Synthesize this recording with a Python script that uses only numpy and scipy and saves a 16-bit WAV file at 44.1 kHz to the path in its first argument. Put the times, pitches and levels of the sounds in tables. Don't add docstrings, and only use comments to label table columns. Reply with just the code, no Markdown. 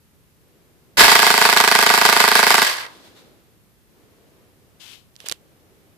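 import sys
import numpy as np
from scipy import signal
from scipy.fft import rfft, irfft, next_fast_len
from scipy.io import wavfile
from scipy.ndimage import uniform_filter1d

SR = 44100
rng = np.random.default_rng(int(sys.argv[2]) if len(sys.argv) > 2 else 0)


def to_wav(s):
    ch = np.atleast_2d(s).T
    pcm = np.round(np.clip(ch, -1, 1) * 32767)
    wavfile.write(sys.argv[1], SR, pcm.astype(np.int16))


N = 263409
TIME = np.arange(N) / SR


def from_db(db):
    return 10 ** (np.asarray(db) / 20)


def rms_one(x):
    return x / np.sqrt(np.mean(x ** 2) + 1e-20)


def stereo_gain(left_db, right_db):
    return from_db([[left_db], [right_db]])


def level(strokes):
    power = np.zeros(N)
    for start_s, attack_s, hold_s, release_s, level_db in strokes:
        age_s = TIME - start_s
        rise = np.clip(age_s / attack_s, 0, 1)
        decay = np.exp(-np.maximum(age_s - attack_s - hold_s, 0) / release_s)
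        power += (from_db(level_db) * rise * decay) ** 2
    return np.sqrt(power)


def at_hz(points, hz):
    table_hz, value = np.transpose(points)
    return np.interp(np.log(hz + 1), np.log(table_hz), value)


def cut(x, hz, kind, order=2):
    sos = signal.butter(order, min(hz, .45 * SR), kind, fs=SR, output="sos")
    return signal.sosfilt(sos, x + 1e-18)


def ring(clicks, hz, t60_s):
    radius = np.exp(-np.log(1000) / (t60_s * SR))
    angle = 2 * np.pi * hz / SR
    return signal.lfilter([0, np.sin(angle)], [1, -2 * radius * np.cos(angle), radius ** 2], clicks + 1e-18)


def resonate(x, hz, width_hz):
    radius = np.exp(-np.pi * width_hz / SR)
    angle = 2 * np.pi * hz / SR
    gain = np.sqrt((1 - radius ** 2) / 2)
    return signal.lfilter(gain * np.array([1, 0, -1]), [1, -2 * radius * np.cos(angle), radius ** 2], x + 1e-18)


def strikes(times_s, sizes):
    return np.bincount(np.round(np.asarray(times_s) * SR).astype(int), sizes, N)[:N]


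def fade(clicks, decay_s):
    return signal.lfilter([1], [1, -np.exp(-1 / (decay_s * SR))], clicks + 1e-18)


# freq_hz, correlation (0-1)
CORRELATION = [(40, 0.01), (150, 0.03), (500, 0.8), (1500, 0), (5000, .05)]


def noise(colour):
    size = next_fast_len(N)
    hz = np.arange(size // 2 + 1) * SR / size
    shared, *own = rfft(rng.standard_normal((3, size)))
    alike = np.clip(at_hz(CORRELATION, hz), 0, 1)
    spectrum = np.sqrt(alike) * shared + np.sqrt(1 - alike) * np.array(own)
    return rms_one(irfft(spectrum * from_db(at_hz(colour, hz)), size)[:, :N])


# freq_hz, relative_level_db
FLOOR_COLOUR = [(30, -2.5), (60, -1), (105, 1), (170, -1.5), (230, -7.5), (690, -22), (1000, -20),
                (2000, -21.5), (5000, -26), (8000, -26.5), (13500, -22.5), (15000, -31.5)]


def floor(level_db):
    return from_db(level_db) * noise(FLOOR_COLOUR)


# start_s, hold_s, level_db
RUSH_SWELLS = [(.36, 0.77, -62), (2.8, .35, -53.5), (3.85, 0.46, -58), (4.492, 0.32, -62.5),
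               (5.3, 0.48, -59.5)]
# freq_hz, relative_level_db
RUSH_SPECTRUM = [(120, -17), (220, -4), (400, -1), (600, -8), (1000, -15.5), (2500, -20), (5000, -25),
                 (12000, -37.5)]
RUSH_ATTACK_S, RUSH_RELEASE_S, RUSH_REST_DB = .12, .2, -68


def rush():
    strokes = [(start_s, RUSH_ATTACK_S, hold_s, RUSH_RELEASE_S, level_db)
               for start_s, hold_s, level_db in RUSH_SWELLS]
    return np.hypot(level(strokes), from_db(RUSH_REST_DB)) * noise(RUSH_SPECTRUM)


def grainy_noise(strokes, colour, left_db, right_db, grain_db):
    grain = from_db(grain_db * rms_one(uniform_filter1d(rng.standard_normal(N), size=90)))
    return level(strokes) * rms_one(grain) * noise(colour) * stereo_gain(left_db, right_db)


# start_s, attack_s, hold_s, release_s, level_db (before channel trim)
CLOTH_STROKES = [(2.78, 0.12, 0.039, 0.2, -49.5), (3.02, 0.037, .012, 0.032, -49.5),
                 (3.14, 0.034, 0.0089, 0.052, -50)]
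# freq_hz, relative_level_db
CLOTH_SPECTRUM = [(120, -31), (200, -10), (368, -4), (432, -16), (481, -12), (753, -10), (2550, -14),
                  (3650, -7.5), (5920, -17), (14500, -26)]


def cloth():
    return grainy_noise(CLOTH_STROKES, CLOTH_SPECTRUM, left_db=0.0, right_db=-0.5, grain_db=1.0)


# start_s, attack_s, hold_s, release_s, level_db (before channel trim)
SLIDE_STROKES = [(4.794, 0.015, 0.13, 0.04, -39.5)]
# freq_hz, relative_level_db
SLIDE_SPECTRUM = [(180, -49), (300, -17), (353, -15), (415, -25), (450, -14), (480, -27), (512, -15),
                  (1880, -9.5), (3150, 1.5), (6340, -10), (14500, -18.5)]


def finger_slide():
    return grainy_noise(SLIDE_STROKES, SLIDE_SPECTRUM, left_db=-0.5, right_db=-17, grain_db=0.0)


# start_s, attack_s, hold_s, release_s, level_db (before channel trim)
SHIFT_STROKES = [(5.18, 0.032, 0.13, .02, -48), (5.254, 0.0093, 0.0036, 0.0086, -30.5),
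                 (5.289, 0.007, .002, 0.0072, -33), (5.312, 0.0087, 0.0012, 0.0036, -26.5)]
# freq_hz, relative_level_db
SHIFT_SPECTRUM = [(180, -60), (300, -14), (997, -12), (2140, -12), (3050, -4), (5940, -15.5), (7450, -15.5),
                  (14500, -22)]


def finger_shift():
    return grainy_noise(SHIFT_STROKES, SHIFT_SPECTRUM, left_db=-5, right_db=-0.5, grain_db=-0.5)


# start_s, right_peak_db (before thud), ring_hz, scratch_decay_s, thud_re_peak_db
FINGER_CLICKS = [(5.1555, -34, 4200, .0004, -24), (5.164, -25, 3330, 0.00036, -25),
                 (5.203, -21, 3270, 0.0019, -34), (5.213, -34, 3400, .001, -14),
                 (5.243, -38, 3000, .001, 4), (5.2865, -3, 5000, 0.00055, -47),
                 (5.2974, -8, 4070, 0.00052, -42), (5.3146, -7.5, 2660, 0.001, -17.5),
                 (5.3231, -2, 3550, .0005, -25)]


def finger_clicks(left_db, width_hz, snap, thud_hz, dull_hz):
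    out = np.zeros((2, N))
    for start_s, peak_db, ring_hz, scratch_s, thud_db in FINGER_CLICKS:
        hit = strikes([start_s], [1.])
        drive = hit + 0.39 * fade(hit, scratch_s) * rng.standard_normal((2, N))
        bright = snap * cut(drive, ring_hz, "high")
        click = cut(resonate(drive, ring_hz, width_hz) + bright, dull_hz, "low")
        click /= np.abs(click).max(axis=1, keepdims=True)
        thud = from_db(thud_db) * ring(hit, thud_hz, 0.011)
        out += from_db(peak_db) * (click * stereo_gain(left_db, 0) + thud)
    return out


BED_T60_S = 0.6


def bedroom(x, wet_db, centre_hz, width_hz):
    t = TIME[:SR // 2]
    tail = rng.standard_normal((2, len(t))) * np.exp(-np.log(1000) * t / BED_T60_S) * (t > .008)
    tail = cut(resonate(tail, centre_hz, width_hz), centre_hz / 2, "high")
    tail /= np.sqrt(np.sum(tail ** 2, axis=1, keepdims=True))
    return from_db(wet_db) * signal.fftconvolve(x, tail, axes=1)[:, :N]


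# start_s, attack_s, hold_s, release_s, level_db (before channel trim)
START_BURST = [(.969, 0.012, 0.039, .045, -21)]
# freq_hz, relative_level_db
START_BURST_SPECTRUM = [(30, 11), (100, -5.5), (400, 0), (900, 0.5), (1600, -14.5), (6000, -36)]


def start_burst():
    return grainy_noise(START_BURST, START_BURST_SPECTRUM, left_db=0.0, right_db=-0.2, grain_db=0.5)


BEAT_HZ, BEAT_CREST_S = 6.44, 1.752


def load_beat(s):
    return np.cos(2 * np.pi * BEAT_HZ * (s - BEAT_CREST_S))


FIRST_SLAM_S, TURN_S, SLOWING_S_PER_TURN, SHOT_COUNT = 1.0065, .037066, .00002003, 44
SLAM_SURGE_DB, SLAM_SETTLE_S, SLAM_BEAT_DB, SLAM_GROWTH_DB_PER_S = 6, .07, 1.25, 0.67


def shots():
    turn = np.arange(SHOT_COUNT)
    s = FIRST_SLAM_S + TURN_S * turn + SLOWING_S_PER_TURN * turn ** 2 / 2
    surge_db = SLAM_SURGE_DB * np.exp(-(s - FIRST_SLAM_S) / SLAM_SETTLE_S)
    growth_db = SLAM_GROWTH_DB_PER_S * (s - s.mean())
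    return s, surge_db + SLAM_BEAT_DB * load_beat(s) + growth_db


POWER_OFF_S, COAST_S = 2.66, .28


def coasting():
    return np.clip(1 - (TIME - POWER_OFF_S) / COAST_S, 0, 1)


START_S, BITE_DB, SURGE_DB = .9705, 1, 12
SURGE_RISE_S, SURGE_SETTLE_S, TOOTH_BEAT_DB, FORCE_EXPONENT = .025, 0.13, 1.47, 0.94


def effort():
    age_s = np.maximum(TIME - START_S, 0)
    climb_db = BITE_DB + (SURGE_DB - BITE_DB) * age_s / SURGE_RISE_S
    settle_db = SURGE_DB * np.exp(-(age_s - SURGE_RISE_S) / SURGE_SETTLE_S)
    surge_db = np.where(age_s < SURGE_RISE_S, climb_db, settle_db)
    return from_db(surge_db + TOOTH_BEAT_DB * load_beat(TIME)) * coasting() ** FORCE_EXPONENT


def gear_turns():
    s, _ = shots()
    turns_per_s = np.interp(TIME, (s[1:] + s[:-1]) / 2, 1 / np.diff(s)) * coasting()
    turns = np.cumsum(turns_per_s) / SR
    return turns - np.interp(s[0], TIME, turns)


def nozzle(puff_db, puff_hz, crack_db, crack_hz, crack_s):
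    s, strength_db = shots()
    crack_envelope = fade(strikes(s - .0004, from_db(1.4 * strength_db + crack_db)), crack_s)
    crack = crack_envelope * cut(rng.standard_normal((2, N)), crack_hz, "high")
    puff_envelope = fade(strikes(s, from_db(2 * strength_db + puff_db)), 0.012)
    puff = puff_envelope * rms_one(cut(rng.standard_normal((2, N)), puff_hz, "low"))
    return crack + puff


# mean_delay_s after the slam, mean_relative_level_db, decay_s
TURN_RATTLES = [(0.0, 7, 0.0016), (.0074, 2, 0.0037), (0.0138, -8.5, .004), (0.0283, -5, .0016)]


def rattle(extra_decay_s):
    s, _ = shots()
    force = np.interp(s, TIME, effort())
    out = np.zeros(N)
    for delay_s, rattle_db, decay_s in TURN_RATTLES:
        when_s = s + delay_s * (1 + rng.normal(0, .012, len(s)))
        size = from_db(rattle_db + rng.normal(0, 1.3, len(s)))
        out += fade(strikes(when_s, size), decay_s)
    extra = np.maximum(force - 1, 0)
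    return out + fade(strikes(s, extra), extra_decay_s)


def flutter(depth_db, size=300):
    return from_db(depth_db * rms_one(uniform_filter1d(rng.standard_normal(N), size=size)))


# freq_hz, width_hz, left_relative_db, right_relative_db
GEAR_RESONANCES = [(450, 180, -37.5, -38.5), (680, 150, -33.5, -37.5), (1046, 320, -27, -28),
                   (1657, 120, -29, -21.5), (1955, 92, -29.5, -27), (2154, 210, -33.5, -24),
                   (2570, 320, -31, -29), (3130, 530, -24, -41), (3800, 600, -27, -28),
                   (4630, 620, -29, -21.5), (5500, 600, -29.5, -43), (7580, 730, -29, -37.5),
                   (9570, 2000, -32.5, -29), (13300, 920, -33, -31)]


def gears(turns, gear_db, rattle_db, grain_db, throb_db, dulling, count=172):
    tooth = np.floor(turns * count).astype(int)
    at = np.flatnonzero(np.diff(tooth))
    force = effort()
    motor_turns = turns * count / 10
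    throb = from_db(gear_db + throb_db * np.sin(2 * np.pi * motor_turns))
    slack = coasting() ** FORCE_EXPONENT
    chatter = from_db(rattle_db) * rattle(extra_decay_s=.008)
    grain = rms_one(from_db(grain_db * rng.standard_normal(len(at))))
    spacing = np.sqrt(np.median(np.diff(at)))
    out = np.zeros((2, N))
    for hz, width_hz, left_db, right_db in GEAR_RESONANCES:
        repeat = .6 / (1 + (hz / 3000) ** 2)
        worn = rng.standard_normal((2, count))[:, tooth[at] % count]
        chance = rng.standard_normal((2, len(at)))
        knocks = np.zeros((2, N))
        knocks[:, at] = spacing * grain * (np.sqrt(repeat) * worn + np.sqrt(1 - repeat) * chance)
        softness = slack ** (dulling * abs(np.log2(hz / 850)))
        drive = force * throb * softness * knocks + chatter * rng.standard_normal((2, N))
        blend = np.arcsin(np.clip(at_hz(CORRELATION, hz), 0, 1)) / 2
        drive = np.cos(blend) * drive + np.sin(blend) * drive[::-1]
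        out += stereo_gain(left_db, right_db) * resonate(drive, hz, width_hz)
    return out * (TIME > START_S)


def impact(left_db, right_db, knock_hz, t60_s):
    s, strength_db = shots()
    return stereo_gain(left_db, right_db) * ring(strikes(s, from_db(1.5 * strength_db)), knock_hz, t60_s)


# freq_hz, t60_s, left_relative_db, right_relative_db
SHELL_MODES = [(209, .026, -16, -19), (264, 0.039, -18, -23), (427, .055, -16, -20),
               (520.5, 0.054, -20, -25), (698.4, 0.062, -16.5, -18.5), (750.2, 0.085, -14, -16.5),
               (916, 0.046, -10, -7), (1053, 0.1, -19, -23), (1157, 0.087, -17, -9),
               (1458, 0.061, -32.5, -15.5), (1577, 0.096, -20, -14), (1735, 0.012, -13, -4.5),
               (1927, 0.034, -24, -17), (1944, 0.0058, -10, -6.5), (2620, 0.04, -20, -14),
               (3050, 0.0027, -15.5, -13), (4454, 0.0044, -6.5, -12.5)]
RING_LEAD_S = .00058


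def piston(slam_db, rebound_db, low_hz):
    s, strength_db = shots()
    ring_start_s = s - RING_LEAD_S
    rebound_s, scatter_db = .00473, .7
    out = np.zeros((2, N))
    for k, (hz, t60_s, left_db, right_db) in enumerate(SHELL_MODES):
        scatter = scatter_db * rng.standard_normal((2, len(s)))
        slam, rebound = from_db(strength_db + slam_db + scatter)
        blows = strikes(ring_start_s, slam) + from_db(rebound_db) * strikes(ring_start_s + rebound_s, rebound)
        out += (-1) ** k * stereo_gain(left_db, right_db) * ring(blows, hz, t60_s)
    return cut(cut(out, low_hz, "high"), low_hz, "high")


def scene():
    background = floor(level_db=-57.0) + rush()
    hands = cloth() + finger_slide() + finger_shift()
    hands += finger_clicks(left_db=-11, width_hz=2300, snap=0.95, thud_hz=515, dull_hz=10600)
    gun = start_burst()
    gun += nozzle(puff_db=-46, puff_hz=110, crack_db=-7.5, crack_hz=3970, crack_s=0.0013)
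    gear_noise = gears(gear_turns(), gear_db=-1.5, rattle_db=5.5, grain_db=1.5, throb_db=0.5, dulling=0.36)
    gun += flutter(depth_db=1.7) * gear_noise
    gun += cut(impact(left_db=0, right_db=3, knock_hz=1700, t60_s=.005), 800, "high")
    gun += piston(slam_db=-0.74, rebound_db=-11.5, low_hz=150)
    return gun + bedroom(gun, wet_db=-23.0, centre_hz=923.7, width_hz=700) + hands + background


CUTOFF_HZ = 14800


def record(dry):
    ceiling = .98
    clipped = dry / (1 + (dry / ceiling) ** 8) ** (1 / 8)
    thinned = cut(clipped, 49, "high")
    return signal.sosfilt(signal.ellip(10, .1, 80, CUTOFF_HZ, fs=SR, output="sos"), thinned)


dry = scene()
out = record(dry)
to_wav(out)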